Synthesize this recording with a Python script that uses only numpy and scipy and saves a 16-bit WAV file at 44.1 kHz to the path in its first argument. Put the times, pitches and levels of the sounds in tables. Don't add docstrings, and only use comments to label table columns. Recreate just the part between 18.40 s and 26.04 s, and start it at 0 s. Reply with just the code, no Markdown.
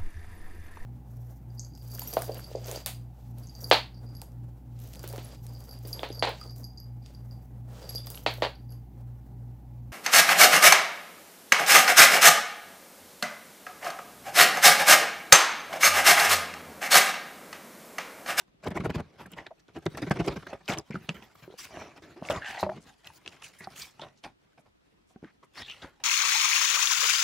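import sys
import numpy as np
from scipy import signal
from scipy.fft import rfft, irfft, next_fast_len
from scipy.io import wavfile

SR = 44100
rng = np.random.default_rng(int(sys.argv[2]) if len(sys.argv) > 2 else 0)


def ratio_of_db(decibels):
    return 10 ** (np.asarray(decibels, float) / 20)


def put_to_file(sound):
    columns = np.atleast_2d(sound).T
    safe = np.clip(columns, -1, 1)
    whole_steps = np.round(safe * 32767)
    wavfile.write(sys.argv[1], SR, whole_steps.astype(np.int16))


N = 336818
BAND_EDGES_HZ = 400 * 1.085 ** np.arange(47) - 365


def in_time(rows):
    s, *columns = np.transpose(rows)
    return np.array([np.interp(np.arange(N) / SR, s, column) for column in columns])


def at_hz(points, hz):
    point_hz, point_db = np.array(points).T
    return np.interp(np.log(hz), np.log(point_hz), point_db)


def rms_one(x):
    return x / np.sqrt(np.mean(x ** 2) + 1e-20)


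def drift(rate_hz):
    r = np.exp(-2 * np.pi * rate_hz * 40 / SR)
    slow = signal.lfilter([1], [1, -2 * r, r * r], rng.standard_normal(N // 40 + 2002))[2000:]
    return np.interp(np.arange(N) / 40, np.arange(len(slow)), rms_one(slow))


def ring(push, hz, t60):
    r, w = ratio_of_db(-60 / (t60 * SR)), 2 * np.pi * hz / SR
    radiated = np.sqrt(0.5 - 0.5 * r * r) * np.array([1, 0, -1])
    return signal.lfilter(radiated, [1, -2 * r * np.cos(w), r * r], push + 1e-18)


def soft(x, hz):
    return signal.sosfilt(signal.butter(2, min(hz, 9000), fs=SR, output="sos"), x)


def grains(per_s, spread_db, smooth):
    caught = rng.random(N) < per_s / SR
    sizes = ratio_of_db(spread_db * np.minimum(rng.exponential(1, N), 4)) * caught
    return rms_one(smooth + rms_one(sizes))


def crackle(per_s, strength):
    flipped = rng.random(N) < per_s / SR
    flips = strength * np.minimum(rng.exponential(1, N), 2) * flipped
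    return 1 + signal.lfilter([1], [1, -np.exp(-1 / (0.0024 * SR))], flips)


def bank(gains, side_table, sizes):
    out = np.zeros((2, N))
    white = sizes * rng.standard_normal((2, 2, N))
    for k, (low, high) in enumerate(zip(BAND_EDGES_HZ, BAND_EDGES_HZ[1:])):
        band = signal.butter(2, [low, high], "band", fs=SR, output="sos")
        mid, side = signal.sosfilt(band, gains[k] * white[k % 2])
        out += mid + ratio_of_db(at_hz(side_table, low)) * side * [[1], [-1]]
    return out


def stroke(s, rise, fall):
    at = np.arange(max(round((s - 0.16) * SR), 0), min(round((s + 0.2) * SR), N))
    t = at / SR - s
    swell = (-t / max(rise, 1e-3)) ** 2.92
    decay = abs(t / max(fall, 1e-3)) ** 1.05
    return at, np.exp(-0.9 * np.where(t < 0, swell, decay))


# peak in seconds, swell in seconds, panel level in dB, panel pitch in Hz.
JOLTS = [(0.08, 0.0036, -59.5, 191), (0.275, 0.011, -28, 450), (0.318, 0.011, -32.5, 183),
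         (0.376, 0.022, -30, 303), (0.459, 0.015, -26.5, 386), (0.504, 0.0073, -26, 182),
         (0.558, 0.012, -26, 160), (0.604, 0.025, -33.5, 217), (1.374, 0.017, -35.5, 340),
         (1.63, 0.0088, -27.5, 312), (1.679, .011, -31, 166), (1.77, 0.012, -32, 363),
         (1.805, 0.011, -22, 312), (1.928, 0.057, -36, 340), (1.97, 0.0091, -31, 197),
         (2.216, 0.0092, -56, 780), (2.388, 0.018, -36, 356), (2.562, 0.018, -34.5, 177),
         (2.65, 0.047, -51.5, 168), (4.293, 0.0092, -82, 600)]
# peak in seconds, fall in seconds, panel level in dB, panel pitch in Hz.
TAPS = [(0.405, 0.0075, -29.5, 160), (0.862, 0.012, -44, 184), (1.069, 0.0036, -42, 1500),
        (1.288, 0.013, -52.5, 257), (1.465, 0.0033, -18, 327), (1.55, 0.0048, -35, 160),
        (1.712, 0.0071, -15.5, 200), (2.03, 0.0064, -44, 1400), (2.072, 0.0044, -36, 1520),
        (2.134, .0086, -32.5, 555), (2.509, 0.0055, -35, 214), (2.691, 0.014, -29, 174),
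        (2.958, 0.0029, -50, 1020), (3.766, 0.039, -47.5, 337), (3.901, 0.014, -24, 630),
        (4.236, 0.013, -29, 800), (5.209, 0.0054, -44, 124), (5.622, 0.02, -42.5, 940),
        (6.18, 0.018, -54, 620), (6.261, 0.013, -60.5, 816), (7.032, 0.013, -52, 1070)]
# peak in seconds, rise in seconds, fall in seconds, panel level in dB, panel pitch in Hz.
SCRAPES = [(0.247, 0.014, .022, -44.5, 696), (0.741, 0.015, .069, -62.5, 436),
           (0.81, 0.02, .022, -45.5, 900), (0.935, 0.023, .016, -51.5, 303),
           (0.983, 0.014, .03, -43.5, 770), (1.43, 0.009, .024, -56, 318), (1.851, 0.0074, .02, -38.5, 357),
           (1.884, 0.0077, 0.0038, -22.5, 384), (2.104, 0.019, .033, -46, 690),
           (2.297, 0.011, .033, -30.5, 733), (2.746, 0.0033, .051, -48, 212),
           (3.034, 0.0093, .021, -49, 123), (3.4, 0.08, .075, -44, 645), (3.627, 0.0054, .064, -51, 300),
           (3.705, 0.017, .036, -56.5, 314), (3.855, 0.019, .14, -46.5, 623),
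           (3.968, 0.039, .019, -37.5, 1080), (4.877, 0.019, .012, -50, 322),
           (5.645, 0.045, .036, -52, 700), (5.85, 0.012, .022, -43, 736), (6.849, .02, 0.03, -63, 744),
           (7.432, 0.011, .032, -45, 1460), (7.602, 0.0031, .037, -57.5, 810)]
# peak in seconds, rise in seconds, fall in seconds, scratch level in dB, thinness in dB.
BRUSHES = [(1.576, .0011, .0092, -37.5, -2.5), (2.339, 0.012, .006, -38, 5),
           (2.826, 0.0039, 0.036, -59.5, -4.5), (3.2, 0.015, 0.041, -48.5, 24.5),
           (3.253, 0.0206, 0.011, -49.5, 20.5), (3.58, 0.016, 0.0094, -56, -2),
           (4.102, .02, 0.036, -48.5, 8), (4.496, 0.026, 0.012, -57, 6), (4.651, 0.0011, 0.056, -55, 2),
           (4.671, .001, 0.0025, -53, 20), (4.78, 0.044, 0.0029, -75, 46), (4.928, 0.011, 0.041, -57, 4),
           (5.024, .0037, 0.0062, -50, 3), (5.053, 0.0129, 0.033, -52, 18), (5.137, 0.0043, 0.054, -63, 18),
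           (5.243, 0.02, 0.015, -54, 3.5), (5.423, 0.046, 0.035, -48.5, 24),
           (7.219, 0.048, 0.0083, -47, 4.5), (7.298, 0.041, 0.14, -57, 7.5)]


def scuffs():
    def scratch(base_db, panel_db):
        return base_db - 0.11 * (panel_db + 42.5)

    jolts = [(s, swell, 0.0067 + 0.05 * swell, db, hz, scratch(-12, db)) for s, swell, db, hz in JOLTS]
    taps = [(s, 0.0026, fall, db, hz, scratch(-11, db)) for s, fall, db, hz in TAPS]
    scrapes = [(s, rise, fall, db, hz, scratch(-6, db)) for s, rise, fall, db, hz in SCRAPES]
    sheet_hz = 800
    brushes = [(s, rise, fall, db - thin_db, sheet_hz, thin_db) for s, rise, fall, db, thin_db in BRUSHES]
    return jolts + taps + scrapes + brushes


# pitch in Hz, level in dB, t60 in seconds.
BOX_MODES = [(75, -7.5, 0.021), (160, 1, 0.05), (340, -0.5, 0.02), (608, -3, 0.011), (900, -21.5, 0.014)]


def panels():
    rough = grains(per_s=1500, spread_db=4.0, smooth=0.94) * rng.standard_normal(N)
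    contacts, out = scuffs(), np.zeros(N)
    share_db = rng.normal(0, 5.0, (len(contacts), len(BOX_MODES)))
    for (s, rise, fall, panel_db, hz, _), own_db in zip(contacts, share_db):
        at, shape = stroke(s - 0.002, rise, fall)
        push = soft(shape * rough[at], 500 + 0.73 * hz)
        rung = ring(push, hz, 10.0 / hz) + 0.13 * ring(push, 0.38 * hz, 3.5 / hz)
        for (mode_hz, mode_db, t60), chance_db in zip(BOX_MODES, own_db):
            reach_db = -5.0 * abs(np.log2(mode_hz / hz))
            rung += ratio_of_db(mode_db + reach_db + chance_db - 0.5) * ring(push, mode_hz, t60)
        out[at] += ratio_of_db(panel_db) * np.sqrt(np.sum(shape ** 2) / np.sum(rung ** 2)) * rung
    return out


# time in seconds, box on the desk in dB, skin and sheets in dB.
SLIDE = [(0.0, -68, -53), (0.06, -73, -78), (0.2, -67, -97), (0.42, -49, -66), (0.62, -58, -78),
         (1.25, -74, -71.5), (1.76, -44.5, -53.5), (2.25, -72, -66), (2.8, -92, -60.5), (3.76, -73, -68.5),
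         (4.12, -79, -50), (4.37, -46.5, -61.5), (4.55, -78, -65.5), (5.34, -64.5, -58), (5.95, -77, -79),
         (7.05, -75, -78), (7.3, -77, -67), (7.64, -73, -66)]
# frequency in Hz, level in dB per Hz.
SCRATCH = [(100, 6), (600, -5), (1200, -2), (2200, -2), (3500, -9.5), (6000, -14.5), (10000, -25),
           (15000, -33)]
# frequency in Hz, level in dB.
SLIDE_COLOUR = [(60, -13.5), (160, -2.5), (400, -3.5), (1600, -5), (5000, -4.5), (11000, -9), (15000, -13.5)]
# frequency in Hz, level in dB.
BOARD_DRAG = [(190, 1.5), (950, -8.5), (3300, -9), (9000, -26.5)]
# frequency in Hz, level in dB.
SHEET_RUB = [(190, -15.5), (950, -4.5), (3300, -4.5), (9000, -9)]
# frequency in Hz, side minus mid in dB.
SIDE_NEAR = [(200, -31), (1500, -15), (4000, -8.5), (9000, -1.5), (15000, 4)]


def friction():
    centres = np.sqrt(BAND_EDGES_HZ[1:] * BAND_EDGES_HZ[:-1])
    board, sheet = ratio_of_db(in_time(SLIDE)) ** 2
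    gains = np.zeros((len(centres), N))
    contacts = scuffs()
    colour_db = rng.normal(0, 2.2, (len(contacts), len(centres)))
    for (s, rise, fall, panel_db, _, scratch_db), own_db in zip(contacts, colour_db):
        at, shape = stroke(s - 0.001, 1.2 * rise, 0.92 * fall)
        tilt_db = 0.24 * (scratch_db + 0.5) * np.log2(np.maximum(centres, 700) / 2000)
        band_db = panel_db + scratch_db + 12 + at_hz(SCRATCH, centres) + tilt_db + own_db
        gains[:, at] += np.outer(ratio_of_db(band_db), shape) ** 2
    together = ratio_of_db(3 * drift(14))
    creases = [crackle(per_s=41, strength=0.69) for group in range(8)]
    for k, hz in enumerate(centres):
        power = board * ratio_of_db(2 * at_hz(BOARD_DRAG, hz)) + sheet * ratio_of_db(2 * at_hz(SHEET_RUB, hz))
        unsteady = (together * ratio_of_db(at_hz(SLIDE_COLOUR, hz))) ** 2
        gains[k] += power * unsteady * SR / 2 / (0.75 * hz)
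        patches = ratio_of_db(3.2 * drift(12.5))
        gains[k] = np.sqrt(gains[k]) * creases[k // 6] * patches
    return bank(gains, SIDE_NEAR, grains(per_s=4200, spread_db=2.5, smooth=1.0))


# start in seconds, peak level in dB, pitch in Hz, t60 in seconds.
KNOCKS = [(0.399, -23, 151, 0.057), (2.296, -23.5, 212, 0.061), (2.503, -30, 218, 0.06),
          (2.544, -29, 220, 0.13), (3.078, -36.5, 373, 0.057), (3.102, -40.5, 413, 0.054),
          (3.125, -43, 400, 0.042), (3.14, -36.5, 496, 0.034), (6.76, -39.5, 225, 0.054),
          (6.828, -33, 251, 0.02), (2.692, -22, 800, 0.015), (4.229, -17, 642, 0.07),
          (4.2292, -14, 800, 0.018), (4.265, -21.5, 605, 0.086), (4.292, -22, 634, 0.084),
          (5.272, -25, 774, 0.032), (5.595, -34, 890, 0.049), (6.84, -35.5, 325, 0.049),
          (7.444, -37.5, 284, 0.045), (3.824, -24, 660, 0.02), (3.817, -38, 300, 0.04),
          (6.762, -48, 760, 0.05), (6.708, -58, 750, 0.06), (7.447, -36, 1000, .03),
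          (3.9, -18.5, 610, 0.025)]


def knocks():
    out, t = np.zeros(N + SR), np.arange(SR // 5) / SR
    onset = 1 - np.exp(-t / 0.0005)

    def tone(hz):
        return np.sin(2 * np.pi * hz * t)

    for s, peak_db, hz, t60 in KNOCKS:
        modes = tone(hz) + 0.6 * tone(1.42 * hz) * ratio_of_db(-90 * t / t60)
        modes += 0.31 * tone(1.2 * hz) * ratio_of_db(-40 * t / t60)
        modes += 0.18 * (tone(200) + tone(370)) * ratio_of_db(25 * t / t60)
        out[round(s * SR):][:len(t)] -= ratio_of_db(peak_db - 0.5 - 60 * t / t60) * modes * onset
    return soft(out[:N], 1600)


# start in seconds, peak level in dB, pitch in Hz.
SNAPS = [(1.4584, -40, 2100), (1.5723, -45, 3300), (2.0697, -35, 1960), (2.2794, -26, 2900),
         (2.3743, -30.5, 3130), (2.386, -21.5, 5850), (2.6915, -20, 2600), (3.851, -35.5, 2680),
         (3.8874, -25.5, 2160), (3.9061, -19.5, 2650), (1.282, -50, 3500), (2.958, -51, 3440),
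         (4.045, -36.5, 2960), (4.673, -32, 3030), (4.8615, -29, 2600), (4.8771, -25, 2800),
         (5.024, -34, 2530), (5.6167, -38.5, 3500), (5.8389, -34, 3160), (6.76, -54, 1500),
         (6.845, -41, 1550), (2.3002, -22, 2200), (2.322, -27, 3500), (2.336, -25, 2800),
         (2.397, -38, 5000), (2.525, -40, 1900), (2.8245, -42, 2640), (3.371, -36, 1100),
         (3.419, -36, 1300), (3.9619, -34, 3630), (4.6453, -43, 3140), (4.702, -44, 900),
         (4.9247, -42, 2580), (5.243, -40, 4510), (5.5962, -40, 3040), (5.686, -51, 3520),
         (5.8465, -30, 2600), (6.1315, -61, 1500), (6.183, -46, 800), (7.1781, -35, 1800), (7.2, -37, 1600),
         (7.2215, -35, 3740), (7.2978, -32, 2850), (7.313, -35, 2900), (0.9348, -42, 3090)]


def snaps():
    out, chance = np.zeros((2, N + 1000)), rng.standard_normal((len(SNAPS), 601))
    t = np.arange(600) / SR
    for (s, peak_db, hz), (lag, *noise) in zip(SNAPS, chance):
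        fibres = np.where(np.abs(noise) > 1.9, noise, 0) * np.exp(-t / 0.002)
        fibres[0] = 2.5
        sound = ring(fibres, hz, 24.0 / hz) + 0.48 * ring(fibres, 0.56 * hz, 1.4 / hz)
        sound = ratio_of_db(peak_db + 3) * soft(soft(sound, 2.6 * hz), 3 * hz) / np.abs(sound).max()
        for side, sign in enumerate((1, -1)):
            at = round(s * SR + 0.8 * sign * np.clip(lag, -2, 2))
            out[side, at:at + 600] += sound
    return out[:, :N]


# centre in seconds, pitch in Hz, level in dB.
CHIRPS = [(0.373, 985, -35.5), (0.377, 2030, -37.5), (0.863, 1580, -50), (0.94, 3000, -52.5),
          (1.067, 1800, -45), (1.071, 3820, -49.5), (1.463, 2110, -55), (1.624, 2400, -65),
          (1.712, 1640, -34), (1.717, 690, -29.5), (1.882, 2200, -51), (2.071, 1700, -53),
          (2.289, 2500, -36), (2.559, 1340, -35.5), (2.699, 2870, -43), (4.06, 850, -71),
          (4.324, 673, -39.5), (5.248, 4470, -50), (5.365, 2880, -52.5), (5.424, 4700, -41.5),
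          (7.426, 3400, -48), (1.114, 620, -43)]
# centre in seconds, half length in seconds, pitch in Hz, level in dB.
DRAWS = [(0.551, 0.014, 2400, -55), (0.989, 0.011, 1940, -44), (1.818, 0.012, 690, -46),
         (2.529, 0.014, 2250, -51), (3.916, 0.011, 2880, -41), (3.923, 0.031, 725, -44),
         (4.077, 0.058, 1660, -41.5), (4.082, .052, 2740, -48.5), (4.166, 0.11, 783, -46),
         (4.202, 0.026, 1920, -47.5), (4.209, 0.021, 4050, -47.5), (5.049, 0.0099, 2710, -49.5),
         (5.226, 0.032, 1870, -52.5), (5.624, 0.012, 3480, -48), (7.188, .016, 4350, -50.5),
         (7.236, 0.032, 3460, -49.5), (7.309, .027, 2890, -45)]


def sings():
    out, rub = np.zeros(N), crackle(per_s=290, strength=1.6) * rng.standard_normal(N)
    chirps = [(s, 0.0045, hz, db) for s, hz, db in CHIRPS]
    for s, half, hz, level_db in chirps + DRAWS:
        at, shape = stroke(s - 0.002, half, half)
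        tone = ring(ring(shape * rub[at], hz, 8.8 / hz), hz, 8.8 / hz)
        out[at] += ratio_of_db(level_db + 3.5) * np.sqrt(np.sum(shape ** 2) / np.sum(tone ** 2)) * tone
    return out


# start in seconds, peak level in dB, pitch in Hz.
TICKS = [(0.2448, -41, 5210), (0.3057, -39, 5080), (0.5043, -38, 6560), (0.8619, -44, 5260),
         (0.9178, -37, 8340), (1.3884, -49, 8000), (1.4561, -38, 5720), (1.5723, -32, 5990),
         (1.6202, -37, 5180), (1.6591, -51, 5170), (1.6974, -38, 5610), (1.7165, -33, 5390),
         (1.7414, -48, 5520), (1.8622, -31, 5250), (2.0687, -44, 12500), (2.3191, -34, 5540),
         (2.6289, -54, 13300), (2.7442, -48, 13700), (2.9562, -52, 5790), (3.5194, -62, 13400),
         (3.6611, -59, 5420), (4.6703, -39, 7920), (4.7714, -51, 10300), (5.0863, -41, 5850),
         (5.1374, -53, 5950), (5.2724, -47, 6930), (5.3624, -38, 6200), (6.1315, -65, 5720),
         (7.1367, -52, 5670)]
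# centre in seconds, half length in seconds.
PEELS = [
    (2.645, .025),
    (2.768, 0.028),
    (2.842, 0.016),
    (2.955, 0.013),
    (3.03, 0.046),
]


def tape():
    t, out = np.arange(N) / SR, np.zeros((2, N))

    def both(mid, side):
        return mid + 0.7 * side * np.array([[1], [-1]])

    for (s, peak_db, hz), noise in zip(TICKS, rng.standard_normal((len(TICKS), 2, 400))):
        edges = [hz * 2 ** -0.3, min(2.4 * hz, 17000)]
        band = signal.butter(2, edges, "band", fs=SR, output="sos")
        tick = signal.sosfilt(band, both(*noise) * np.exp(-t[:400] / 0.0008))
        out[:, round(s * SR):][:, :400] += ratio_of_db(peak_db - 0.2) * tick / np.abs(tick).max()
    peel = ratio_of_db(-64) * sum(np.exp(-((t - s) / half) ** 4) for s, half in PEELS)
    hiss = peel * both(*rng.standard_normal((2, N))) + 1e-18
    return out + signal.sosfilt(signal.butter(4, 11500, "high", fs=SR, output="sos"), hiss)


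# centre in seconds, half length in seconds, pitch in Hz, level in dB.
RUSTLES = [(0.272, 0.025, 140, -41), (0.274, 0.009, 2280, -39), (0.277, 0.02, 200, -40),
           (0.365, 0.02, 9130, -59), (0.38, 0.007, 2280, -42), (0.421, 0.012, 200, -35),
           (0.455, 0.04, 140, -37), (0.471, 0.034, 140, -36), (0.549, 0.01, 140, -33),
           (0.6, 0.011, 810, -41), (0.864, 0.008, 9130, -64), (0.92, 0.008, 9130, -57),
           (1.471, 0.012, 140, -34), (1.574, 0.008, 9130, -53), (1.594, 0.014, 290, -42),
           (1.635, 0.015, 140, -39), (1.711, 0.013, 100, -34), (1.714, 0.012, 6460, -49),
           (1.79, 0.006, 290, -33), (1.814, 0.008, 810, -37), (1.864, 0.008, 9130, -53),
           (1.889, 0.011, 400, -29), (1.998, 0.009, 1610, -55), (2.15, 0.005, 570, -44),
           (2.291, 0.018, 9130, -48), (2.301, 0.028, 4570, -41), (2.315, 0.04, 2280, -41),
           (2.322, 0.013, 200, -36), (2.382, 0.013, 140, -42), (2.384, 0.013, 9130, -51),
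           (2.542, 0.006, 1140, -47), (2.559, 0.015, 200, -36), (2.693, 0.009, 290, -38),
           (3.261, 0.016, 570, -58), (3.269, 0.01, 1610, -52), (3.414, 0.012, 570, -43),
           (3.825, 0.012, 200, -39), (3.906, 0.025, 9130, -54), (3.911, 0.02, 6460, -48),
           (4.105, 0.01, 1610, -38), (4.199, 0.011, 810, -39), (4.212, 0.016, 9130, -51),
           (4.231, 0.009, 1140, -29), (4.295, 0.009, 1140, -39), (4.425, 0.029, 6460, -65),
           (4.885, 0.014, 4570, -57), (5.196, 0.02, 9130, -58), (5.354, 0.01, 290, -55),
           (5.369, 0.019, 9130, -59), (6.847, 0.015, 200, -47),
           (1.2, .014, 5000, -68), (2.257, .012, 4000, -60), (4.085, .04, 5000, -51),
           (4.13, .11, 2200, -48), (2.318, .036, 1500, -39), (.276, .016, 9000, -58),
           (.457, .016, 9000, -58), (.555, .016, 10000, -60), (.82, .03, 10000, -68),
           (3.87, .02, 6000, -55), (4.205, .024, 5500, -47), (5.04, .014, 7000, -53),
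           (5.51, .015, 6000, -66), (5.78, .03, 5000, -70), (6.2, .018, 8000, -75), (6.7, .035, 7000, -75),
           (6.875, .04, 1600, -61), (7.045, .015, 8000, -74)]


def rustles():
    out, rub = np.zeros((2, N)), crackle(per_s=250, strength=1.2) * rng.standard_normal((2, N))
    half_band = 2 ** 0.45
    for s, half, hz, level_db in RUSTLES:
        at, _ = stroke(s, half, half)
        shape = np.exp(-((at / SR - s - 0.002) / max(half - 0.005, 0.002)) ** 4)
        band = signal.butter(2, [hz / half_band, hz * half_band], "band", fs=SR, output="sos")
        mid, side = signal.sosfilt(band, shape * rub[:, at])
        gain = ratio_of_db(level_db - 0.4) * np.sqrt(np.sum(shape ** 2) / np.sum(mid ** 2))
        out[:, at] += gain * (mid + ratio_of_db(at_hz(SIDE_NEAR, hz)) * side * [[1], [-1]])
    return out


def room(x):
    t60_s, wall_cut_hz = 0.11, 12000
    size = next_fast_len(N + SR)
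    hz = np.arange(size // 2 + 1) * SR / size
    lags = rng.uniform(0.0036, 0.032, (2, 6, 1))
    loop = ratio_of_db(-60 * lags / t60_s) / (1 + 1j * hz / wall_cut_hz) * np.exp(-2j * np.pi * hz * lags)
    return irfft(rfft(x, size) * np.sum(loop / (1 - loop), axis=1), size)[:, :N]


# frequency in Hz, level in dB.
HUSH = [(18, -35), (30, 8), (145, -6), (616, -14), (780, -12.5), (913, -14), (2680, -18.5), (12600, -35),
        (16000, -50)]
# frequency in Hz, side minus mid in dB.
SIDE_HUSH = [(60, -8.5), (300, 15.5), (640, 8), (3000, 5.5), (15000, -0.5)]


def hush():
    return ratio_of_db(-67) * rms_one(bank(ratio_of_db(at_hz(HUSH, BAND_EDGES_HZ + 15)), SIDE_HUSH, 1))


# time in seconds, left minus right in dB.
PLACE = [(0.0, -2.0), (0.15, 0.5), (2.17, -1.0), (2.25, 1.0), (2.59, 0.0), (2.74, -3.5), (3.04, 1.5),
         (3.36, -0.5), (4.93, 1.0), (5.08, -1.0), (7.42, 0.5), (7.64, -0.5)]


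def scene():
    near = panels() + friction() + knocks() + snaps() + sings() + tape() + rustles()
    pan_db = in_time(PLACE)[0]
    treble = near - soft(near, 700)
    near = near + treble * (ratio_of_db([pan_db / 2, -pan_db / 2]) - 1)
    near = signal.sosfilt(signal.butter(2, 60, "high", fs=SR, output="sos"), near)
    return near + ratio_of_db(-20.5) * room(near.mean(axis=0)) + hush()


def band_limit(x):
    return signal.sosfilt(signal.butter(12, 15900, fs=SR, output="sos"), x)


def record(dry):
    mix = signal.sosfilt(signal.butter(2, 28, "high", fs=SR, output="sos"), dry)
    mix = signal.sosfilt(signal.cheby1(8, 1, 15600, fs=SR, output="sos"), mix)
    return band_limit(mix)


dry = scene()
out = record(dry)
put_to_file(out)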